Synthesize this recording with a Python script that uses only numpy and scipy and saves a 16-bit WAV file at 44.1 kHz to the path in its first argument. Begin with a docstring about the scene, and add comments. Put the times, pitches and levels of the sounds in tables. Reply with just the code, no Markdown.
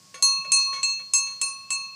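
"""Small bell on a paddock post

Quiet country air, one small microphone within earshot of the post. The metal bell is rung six times;
the clapper lands at a new place on the rim each time, so the paired modes beat differently. Between
blows the mount knocks and its pivot squeaks once. Soft steps on turf and faint reflections lie behind."""
import sys
import numpy as np
from scipy import signal
from scipy.fft import rfft, irfft
from scipy.io import wavfile

SR = 44100
rng = np.random.default_rng(int(sys.argv[2]) if len(sys.argv) > 2 else 0)


def master_out(mix):
    """Clip the mix to full scale and print it as 16-bit PCM to the path in sys.argv[1]."""
    frames = np.transpose(np.atleast_2d(mix))
    ceiling = np.clip(frames, -1, 1)
    pcm = np.round(ceiling * 32767).astype(np.int16)
    wavfile.write(sys.argv[1], SR, pcm)


N = 85995
TIME = np.arange(N) / SR
CONTACT_S = 0.00058   # rise time of a hard contact

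# clapper blows: t/s, strength/dB, tilt/(dB per octave), extra top/dB, place on the rim/degrees,
# sparkle of the highest modes/dB, depth of the slow throb/dB
STRIKES = [(0.2242, -4, -3, 16.5, 55.7, 0, -4), (0.5185, 3, 1.85, -15, 40.78, 1, 0),
           (0.8303, -8.5, -3, -3, 16.5, -9, -2), (1.1354, -3, -0.5, -1.5, 127.3, 1, 5),
           (1.4138, -3.5, -1.06, -1, 79.64, -2, 2), (1.7041, -9.5, -6.5, 7.5, 86.1, -6, -2.5)]


def from_db(db):
    """Decibels to gain."""
    return 10 ** (np.asarray(db) / 20)


def drift(rate_hz):
    """Slow random wander with spread 1: noise smoothed above rate_hz."""
    hop, settle = 40, 2000
    pole = np.exp(-2 * np.pi * rate_hz * hop / SR)
    white = rng.standard_normal(N // hop + settle + 2)
    slow = signal.lfilter([1], [1, -2 * pole, pole * pole], white)[settle:]
    return np.interp(np.arange(N) / hop, np.arange(len(slow)), slow / slow.std())


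def noise(spectrum):
    """Noise of rms 1, coloured by rows of f/Hz, relative level/dB."""
    hz, db = np.transpose(spectrum)
    bin_hz = np.maximum(np.arange(N // 2 + 1) * SR / N, 1)
    colour = from_db(np.interp(np.log(bin_hz), np.log(hz), db))
    x = irfft(rfft(rng.standard_normal(N)) * colour, N)
    return x / x.std()


def burst(start, rise, t60):
    """Envelope of a blow: a quick rise, then a steady decay."""
    age = np.maximum(TIME - start, 0)
    return np.minimum(age / max(rise, 1 / SR), 1) * np.exp(-np.log(1000) * age / t60)


def ring(start, hz, t60, clock=TIME):
    """One struck mode, a decaying sine; an uneven clock bends its pitch."""
    age = clock - np.interp(start, TIME, clock)
    return burst(start, CONTACT_S, t60) * np.sin(2 * np.pi * hz * age)


def air():
    """Soft hiss and rumble of the open paddock, slowly sinking."""
    # outdoor spectrum: f/Hz, relative level/dB
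    spectrum = [(25, -26), (55, -62), (85, 2), (120, 0), (170, 1.5), (300, -9), (550, -10), (850, -13.5),
                (2000, -14.5), (3800, -11.5), (4800, -3), (8000, -8.5), (11000, -21), (15500, -24.5)]
    start_db, fall_db_per_s = -54.5, 1
    return from_db(start_db - fall_db_per_s * TIME) * noise(spectrum)


def steps():
    """Dull thuds and scuffs on turf, each a swell of noise around one frequency."""
    # footfalls: t/s, level/dB, f/Hz
    footfalls = [(.185, -47.5, 640), (.37, -45, 165), (.44, -42.5, 560), (0.472, -45.5, 165),
                 (0.549, -55, 149), (1.73, -58, 159)]
    out = np.zeros(N)
    for start, db, hz in footfalls:
        thud = noise([(hz / 2, -35), (hz, 0), (hz * 2, -35), (hz * 10, -70)])
        out += from_db(db) * burst(start, rise=0.024, t60=0.18) * thud
    return out


def pivot():
    """The pivot gives one brief, slightly unsteady squeak."""
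    # the squeak: t/s, length/s, f/Hz
    squeak = (.742, .072, 2212)
    start, length, hz = squeak
    swell = np.sin(np.pi * np.clip((TIME - start) / length, 0, 1))
    pitch_hz = hz * (1 + 0.0024 * drift(rate_hz=40))
    return from_db(-38.5) * swell * np.sin(2 * np.pi * np.cumsum(pitch_hz) / SR)


def mount():
    """Play in the mount gives a knock, then a chatter of tiny contacts; the blows ring its modes too."""
    # knocks and their rattle: t/s, level/dB, rattle rise/s, rattle t60/s
    knocks = [(0.142, -41.5, 0.00067, 0.16), (0.446, -48.5, 0.0049, 0.1), (.729, -41, 0.0033, 0.34),
              (0.993, -52, 0.0083, 0.15), (1.268, -51.5, 0.0027, 0.39)]
    # modes of the mount: f/Hz, relative level/dB, t60/s
    modes = [(165, -17, 0.26), (514, -6.5, 0.12), (1108.8, 0, 0.32), (1445, -7.5, 0.19), (1825, 5, 0.018),
             (2246, -5, 0.25), (2678, -6, 1), (3310, -9, 0.14), (4300, -7, 0.9), (5200, -13, .1),
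             (6420, 1, 0.22), (9010, -7, .12)]
    # spectrum of the rattle: f/Hz, relative level/dB
    rattle_spectrum = [(150, -17), (500, -1.5), (800, -4), (1800, 1), (3000, 0), (4500, 0.5), (6000, -3),
                       (9000, -4), (11000, -14), (15500, -39)]
    blow_db, contacts_per_s, chatter_db = -46, 310, -7
    hits = [row[:2] for row in knocks] + [(start, blow_db) for start, *_ in STRIKES]
    knocking = sum(from_db(db + mode_db) * ring(start, hz, t60)
                   for start, db in hits for hz, mode_db, t60 in modes)
    shaking = sum(from_db(db) * burst(start, rise, t60) for start, db, rise, t60 in knocks)
    contacts = shaking * rng.standard_normal(N) * (rng.random(N) < contacts_per_s / SR)
    body = sum(from_db(mode_db) * ring(0, hz, t60) for hz, mode_db, t60 in modes)
    chatter = from_db(chatter_db) * signal.fftconvolve(contacts, body)[:N]
    return knocking + chatter + shaking * noise(rattle_spectrum)


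def echoes(ringing):
    """Weak, dense reflections from ground, fence and animals make the shimmer uneven."""
    response = rng.standard_normal(N) * burst(start=0.0093, rise=CONTACT_S, t60=0.21)
    return from_db(-9.5) * signal.fftconvolve(ringing, response / np.linalg.norm(response))[:N]


def clapper():
    """The short crack of metal on metal and its faint scatter from ground and trees."""
    # spectrum of the contact: f/Hz, relative level/dB
    crack_spectrum = [(300, -7.5), (900, -25), (2000, -0.5), (3300, 1.5), (5000, 2), (8500, -1),
                      (10500, -6), (11500, -39), (15500, -36)]
    # spectrum of the scatter: f/Hz, relative level/dB
    scatter_spectrum = [(150, -16), (300, -37), (500, 8.5), (750, -7), (1400, -2), (2300, 0), (3200, -8.5),
                        (5500, 11.5), (9000, -8.5), (11500, -19), (15500, -36)]
    crack, scatter = np.zeros(N), np.zeros(N)
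    for start, strength_db, *_ in STRIKES:
        force_db = 0.3 * strength_db   # the crack follows the blow's strength only weakly
        crack += from_db(force_db - 29) * burst(start, CONTACT_S, t60=0.039)
        scatter += from_db(force_db - 41.5) * burst(start, rise=0.0033, t60=0.41)
    return crack * noise(crack_spectrum) + scatter * noise(scatter_spectrum)


def bell():
    """A blow feeds each mode by how near it lands to an antinode, and chokes the ring before it."""
    # the bell's modes, many in close pairs that beat: f/Hz
    pitches = [1097, 2610, 2633, 4268, 5147, 5191, 5973, 6013, 6420, 7632, 7670, 8992, 9031, 9870, 10170,
               10410, 10465, 10763, 12030, 12100, 13567, 14390, 14470]
    # the same modes in order: level/dB, t60/s, waves round the rim, place of an antinode/degrees
    modes = [(-32.5, 1.214, 2, 53.5), (-26, 0.76, 3, 38.8), (-19.5, 0.74, 3, 15.2), (-12.5, 0.72, 4, 11),
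             (-40.5, 0.67, 3, 41), (-25.5, 0.21, 3, 1.3), (-26, 0.61, 4, 8.2), (-26.5, 0.46, 4, 24),
             (-10.5, 0.33, 5, 25.2), (-29.5, 0.27, 5, 4.5), (-8, 0.16, 5, 19.86), (-16.5, 0.35, 6, 26.86),
             (-19, .35, 6, 31.3), (-41.5, 0.21, 4, 35), (-37, 0.19, 2, 37), (-33.5, 0.18, 6, 11),
             (-34, 0.35, 6, 6.5), (-25, 0.15, 3, 1.4), (-55, .34, 7, 25), (-53, 0.45, 7, 28),
             (-46.5, 0.19, 7, 2), (-51, 0.24, 8, 25), (-53, 0.21, 7.4, 16)]
    # the three lowest tones (the middle one a pair) dip and swell as the bell swings: t/s, gain/dB
    hum_swing = [(.23, -2.5), (.3, -1.5), (.51, 0), (.53, -2.5), (.6, 2), (.64, -15.5), (.68, 8.5),
                 (.81, 9), (.84, 2), (.9, 6), (.96, -13), (1.0, -11), (1.14, -1.5), (1.3, -4.5), (1.4, -12),
                 (1.43, -0.5), (1.95, -3.5)]
    middle_swing = [(.23, -7.5), (.38, 6.5), (0.502, 13), (0.528, 0.5), (.8, -2.5), (.84, 3), (1.022, 3),
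                    (1.1, -27), (1.138, -2.5), (1.272, 1.5), (1.33, -5.5), (1.36, -11), (1.4, -8.5),
                    (1.43, -4.5), (1.68, -7), (1.721, 0.5), (1.95, 1.5)]
    high_swing = [(.23, 2), (0.391, 3), (0.451, -8), (0.479, 4.5), (.51, 10.5), (0.523, -6.5), (0.578, 2),
                  (0.799, 3.5), (1.129, 0.5), (1.3, 6.5), (1.449, 8), (1.495, -1), (1.532, 5), (1.688, 6.5),
                  (1.708, -2), (1.749, 3), (1.95, 4.5)]
    tilt_pivot_hz, top_hz, sparkle_hz = 4000, 10000, 11500
    waver_hz, waver_db, pitch_bend = 10.2, 2.5, 0.00056
    choke_s, bloom_db, bloom_s = 0.0028, -2, 0.016
    chokes = [np.clip(1 - (TIME - start) / choke_s, 0, 1) for start, *_ in STRIKES] + [1]
    clock = TIME + np.cumsum(pitch_bend * drift(waver_hz)) / SR
    swings_db = [np.interp(TIME, *np.transpose(curve))
                 for curve in (hum_swing, middle_swing, middle_swing, high_swing)]
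    # the lowest mode hums faintly until the first blow
    out = from_db(-64) * np.sin(2 * np.pi * pitches[0] * TIME) * chokes[0]
    for k, (hz, (mode_db, t60, waves, antinode)) in enumerate(zip(pitches, modes)):
        mode = np.zeros(N)
        for strike, choke in zip(STRIKES, chokes[1:]):
            start, strength_db, tilt, top_db, place, sparkle_db, throb_db = strike
            rim_shape = np.cos(round(waves) * np.radians(place - antinode))
            share = np.hypot(rim_shape, 0.12)   # a little is fed in even on a node
            if k == 1:   # the second mode starts against its twin and sets how deeply the pair throbs
                share *= -from_db(throb_db)
            brightness_db = tilt * np.log2(hz / tilt_pivot_hz) + top_db * (hz > top_hz)
            blow_db = sparkle_db if hz > sparkle_hz else strength_db + brightness_db
            mode += from_db(mode_db + blow_db) * share * ring(start, hz, t60, clock) * choke
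        # the low modes follow the swing, the upper ones waver at random
        out += mode * from_db(swings_db[k] if k < len(swings_db) else waver_db * drift(waver_hz))
    # each ring starts a little short of full strength and opens out
    onsets = sum((TIME > start) * np.exp(-np.abs(TIME - start) / bloom_s) for start, *_ in STRIKES)
    return out * from_db(bloom_db * onsets)


def scene():
    """The bell and the paddock around it, in mono at one microphone."""
    ringing = bell()
    return (ringing + echoes(ringing) + clapper() + mount() + pivot() + steps() + air())[None]


def record(dry):
    """The small microphone loses the deep bass; the top is cut steeply."""
    low_cut_hz, high_cut_hz = 93, 15400
    low_cut = signal.butter(3, low_cut_hz, "high", fs=SR, output="sos")
    high_cut = signal.ellip(10, 0.1, 80, high_cut_hz, fs=SR, output="sos")
    return signal.sosfilt(high_cut, signal.sosfilt(low_cut, dry))


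dry = scene()
out = record(dry)
master_out(out)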